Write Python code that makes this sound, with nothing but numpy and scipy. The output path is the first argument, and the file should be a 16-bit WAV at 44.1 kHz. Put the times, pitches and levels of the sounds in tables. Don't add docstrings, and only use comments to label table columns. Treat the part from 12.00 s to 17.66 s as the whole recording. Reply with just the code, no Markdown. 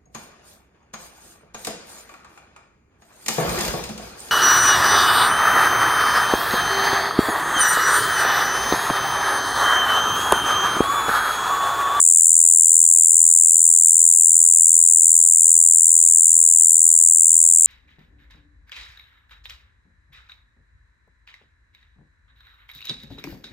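import sys
import numpy as np
from scipy import signal
from scipy.fft import rfft, irfft
from scipy.io import wavfile

SR = 44100
rng = np.random.default_rng(int(sys.argv[2]) if len(sys.argv) > 2 else 0)


def master_out(mix):
    frames = np.transpose(np.atleast_2d(mix))
    ceiling = np.clip(frames, -1, 1)
    pcm = np.round(ceiling * 32767).astype(np.int16)
    wavfile.write(sys.argv[1], SR, pcm)


N = 249606
LIFT_MS = 6.33


def gain_of(db):
    return 10 ** (np.asarray(db) / 20)


def evened(x):
    return x / np.sqrt(np.mean(x ** 2) + 1e-20)


def read(points, hz, axis=1):
    table = np.transpose(points)
    return np.interp(np.log(hz + 1), np.log(table[0] + 1), table[axis])


def filtered(x, spectrum):
    curve_db = read(spectrum, np.fft.rfftfreq(N, 1 / SR))
    return irfft(rfft(x) * gain_of(curve_db), N)


def coloured(x, spectrum):
    return evened(filtered(x, spectrum))


def wander(hz):
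    f = np.fft.rfftfreq(N, 1 / SR)
    lowpass = np.exp(-(f / hz) ** 2)
    return evened(irfft(rfft(rng.standard_normal(N)) * lowpass, N))


def noise_band(hz, width_hz):
    turn = 2 * np.pi * hz * np.arange(N) / SR
    return wander(width_hz) * np.cos(turn) + wander(width_hz) * np.sin(turn)


def burst(time, at, width):
    return np.exp(-((time - at) / width) ** 2)


def per_stroke(stroke):
    return rng.standard_normal(stroke[-1] + 1)[stroke]


def night(rumble_db=-60.5, drift_db=1.3, hiss_db=-44):
    # freq_hz, likeness_0_to_1
    likeness = [(25, .4), (60, 0.5), (130, 1), (500, 0.78), (1200, 1), (16000, 0.38)]
    # freq_hz, level_db
    rumble_spectrum = [(15, -16), (35, -11), (65, 0), (110, -0.5), (190, -4.5), (240, -15), (350, -24),
                       (700, -32.5)]
    # freq_hz, level_db
    hiss_spectrum = [(100, -32), (400, -17.5), (1000, -15.5), (2500, -19), (3900, -8.5), (4400, -13.5),
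                     (5500, 1), (7300, 11.5), (10000, -9), (12500, 8.5), (16000, -18)]
    swell_at_s, swell_half_s, swell_peak_db = 4.56, 0.39, 3.5

    left, other = rfft(rng.standard_normal((2, N)))
    same = np.clip(read(likeness, np.fft.rfftfreq(N, 1 / SR)), 0, 1)
    right = same * left + np.sqrt(1 - same ** 2) * other
    pair = irfft(np.array([left, right]), N)

    swell_db = swell_peak_db * burst(np.arange(N) / SR, swell_at_s, swell_half_s)
    moving_db = swell_db + drift_db * wander(4)
    lean = gain_of([[1], [-1]])
    rumble = gain_of(rumble_db + moving_db) * coloured(pair, rumble_spectrum) * lean
    return rumble + gain_of(hiss_db) * coloured(pair, hiss_spectrum)


def grass(x, level_db=-23, t60_s=0.44):
    t_s = np.arange(SR // 8) / SR
    taps = rng.standard_normal((2, len(t_s))) * gain_of(-60 * t_s / t60_s)
    taps /= np.linalg.norm(taps, axis=1, keepdims=True)
    return gain_of(level_db) * signal.fftconvolve(x[None], taps, axes=1)[:, :N]


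def hum(beats, lean_db=1.7):
    # beat_multiple, rms_db
    harmonics = [(1, -58.5), (2, -59.5), (3, -77.5), (4, -77), (5, -83), (6, -85.5), (7, -80), (8, -84.5),
                 (10, -82.5)]
    sides = np.array([[1], [-1]])
    total = 0
    for k, db in harmonics:
        peak = gain_of(db + sides * lean_db / k) * np.sqrt(2)
        total = total - peak * np.cos(2 * np.pi * round(k) * beats)
    return total


def wings(jitter_ms=.055):
    # time_s, beat_rate_hz
    pace = [(0, 82.787), (.4, 82.349), (1.3, 82.301), (2.0, 82.758), (4.2, 82.402), (4.95, 81.692),
            (5.4, 82.358)]
    t_s = np.arange(N) / SR
    beats = np.cumsum(np.interp(t_s, *np.transpose(pace))) / SR
    now_ms = t_s * 1000
    count = np.arange(int(beats[-1]) + 1)
    starts_ms = np.interp(count, beats, now_ms) - .2
    starts_ms += jitter_ms * rng.standard_normal(len(count))
    stroke = np.maximum(np.searchsorted(starts_ms, now_ms) - 1, 0)
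    return beats, stroke, now_ms - starts_ms[stroke]


def ticks(boost_db=21):
    # start_s, level_db
    catches = [(0.863, -42), (1.179, -46), (1.191, -47), (1.713, -46), (2.052, -44), (2.463, -46),
               (3.189, -42), (4.463, -42), (5.012, -49), (5.256, -45), (5.305, -44.5)]
    clicks = np.zeros(N)
    for s, db in catches:
        clicks[round(s * SR)] = gain_of(db + boost_db)
    return signal.lfilter(*signal.butter(2, 7000, fs=SR), clicks)


def grit(stroke, force, level_db=-47, uneven_db=1.0, grain_db=4):
    # freq_hz, level_db
    file_spectrum = [(250, -20), (1000, -12.5), (2300, -12), (3200, -7.5), (3900, -3), (4300, -4.5),
                     (5000, -1.5), (5600, 1.5), (6200, 0), (12000, 4), (16000, -27)]
    grains = rng.standard_normal(N) * gain_of(grain_db * np.clip(wander(2900), -3, 3))
    stroke_gain = gain_of(uneven_db * np.clip(per_stroke(stroke), -2, 2))
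    rub = grains * force ** 2 * stroke_gain
    return gain_of(level_db) * coloured(rub, file_spectrum)


def opening(stroke, ms, level_db=-21.0, uneven_db=4.0, ring_hz=7350, rasp_db=-13):
    brush_at_ms, brush_half_ms = 9.6, .55
    hz = ring_hz * (1 + .02 * per_stroke(stroke))
    phase = 2 * np.pi * (np.cumsum(hz) / SR + per_stroke(stroke))
    ring = np.cos(phase) + gain_of(rasp_db) * noise_band(9000, 1700)
    stroke_gain = gain_of(level_db + uneven_db * per_stroke(stroke))
    return stroke_gain * burst(ms, brush_at_ms, brush_half_ms) * ring


def landing(stroke, ms, usual_db=-26.5, hard_db=3, uneven_db=3, drift_db=3.0, skid_hz=10700):
    # start_s, level_db
    hard_landings = [(0.3381, -22), (0.5447, -22), (0.5691, -20), (0.836, -24), (0.9088, -20),
                     (2.7985, -22), (3.0769, -20), (3.5254, -17), (4.0587, -21), (5.3867, -20)]
    peak_ms, half_width_hz = .5, 1800
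    skid_db = usual_db + uneven_db * np.clip(per_stroke(stroke), -2, 2) + drift_db * wander(12)
    for s, db in hard_landings:
        mid_stroke = min(round((s + .004) * SR), N - 1)
        skid_db[stroke == stroke[mid_stroke]] = db + hard_db
    age = np.maximum(ms, 0) / peak_ms
    touch = age ** 3 * np.exp(3 * (1 - age))
    return gain_of(skid_db) * touch * noise_band(skid_hz, half_width_hz)


def tooth_rate(ms):
    land_hz, slowest_hz, lift_hz = 10830, 6980, 7650
    slowest_ms, braking = 5.25, .738
    slowed = np.clip(ms / slowest_ms, 0, 1) ** braking
    freed = np.clip((ms - slowest_ms) / (LIFT_MS - slowest_ms), 0, 1) ** 2
    return land_hz + (slowest_hz - land_hz) * slowed + (lift_hz - slowest_hz) * freed


def pressure(ms):
    bite_ms, press_ms, build_exponent = .2, 4.75, .654
    ease_db_per_ms, release_db_per_ms = 3, 13
    attack = np.clip((ms - bite_ms) / (press_ms - bite_ms), 0, 1) ** build_exponent
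    ease_db = ease_db_per_ms * np.maximum(ms - press_ms, 0)
    release_db = release_db_per_ms * np.maximum(ms - LIFT_MS, 0)
    return attack * gain_of(-(ease_db + release_db))


def onset(stroke, ms):
    onset_ms, spread_ms, rise_ms = 0.37, 0.19, 0.16
    starts_ms = onset_ms + spread_ms * per_stroke(stroke)
    return np.clip((ms - starts_ms) / rise_ms, 0, 1)


def closing(stroke, ms, song_db=-3.0, uneven_db=0.47, flutter_db=0.3948, octave_db=-26):
    stroke_spread, slip = .002, .005
    effort = gain_of(uneven_db * per_stroke(stroke) + flutter_db * wander(1340))
    force = effort * pressure(ms) * onset(stroke, ms)
    hz = tooth_rate(ms) * (1 + stroke_spread * per_stroke(stroke) + slip * wander(1317))
    phase = 2 * np.pi * (np.cumsum(hz) / SR + per_stroke(stroke))
    octave = gain_of(octave_db) * effort * burst(ms, 5.2, 1.12) * np.cos(2 * phase)
    return gain_of(song_db) * force * np.cos(phase) + octave, force


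def colour_song(x):
    # freq_hz, gain_db
    song_colour = [(5500, 0.5), (6000, 3), (6500, 0.5), (7300, -0.5), (8000, 1), (8400, -1), (9100, 1),
                   (9500, -3.5), (10200, 4.5), (10700, 3), (11000, 3.5), (12500, -5), (14100, 0.5),
                   (14750, -1.5), (15100, 1), (15800, 9)]
    highpass = signal.butter(6, 5400, "high", fs=SR, output="sos")
    return filtered(signal.sosfiltfilt(highpass, x), song_colour)


def stereo_lean(x):
    # freq_hz, left_minus_right_db, left_lead_rad
    sides = [(5800, -0.4, 0.02), (6500, -3.7, 0.34), (6900, -0.2, 0.69), (7300, 3.3, 0.37),
             (7800, 2.7, 0.26), (8500, 4.4, 0.27), (9050, 6.4, -0.15), (9500, 3.3, -0.22),
             (10300, 2.9, -0.23), (10750, 0.0, -0.14), (11500, 1.4, 0.03), (13000, -0.2, -0.21)]
    hz = np.fft.rfftfreq(N, 1 / SR)
    lean = gain_of(read(sides, hz) / 2) * np.exp(.5j * read(sides, hz, axis=2))
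    pair = np.array([lean, 1 / lean])
    return irfft(rfft(x) * pair / abs(pair.mean(0)), N)


def scene():
    beats, stroke, ms = wings()
    whistle, force = closing(stroke, ms)
    song = colour_song(whistle + landing(stroke, ms) + opening(stroke, ms))
    direct = stereo_lean(song + grit(stroke, force) + ticks())
    return direct + grass(song) + hum(beats) + night()


def record(dry):
    lowpass = signal.firwin(511, 15900, window=("kaiser", 9), fs=SR)
    return signal.oaconvolve(dry, lowpass[None], "same")


dry = scene()
out = record(dry)
master_out(out)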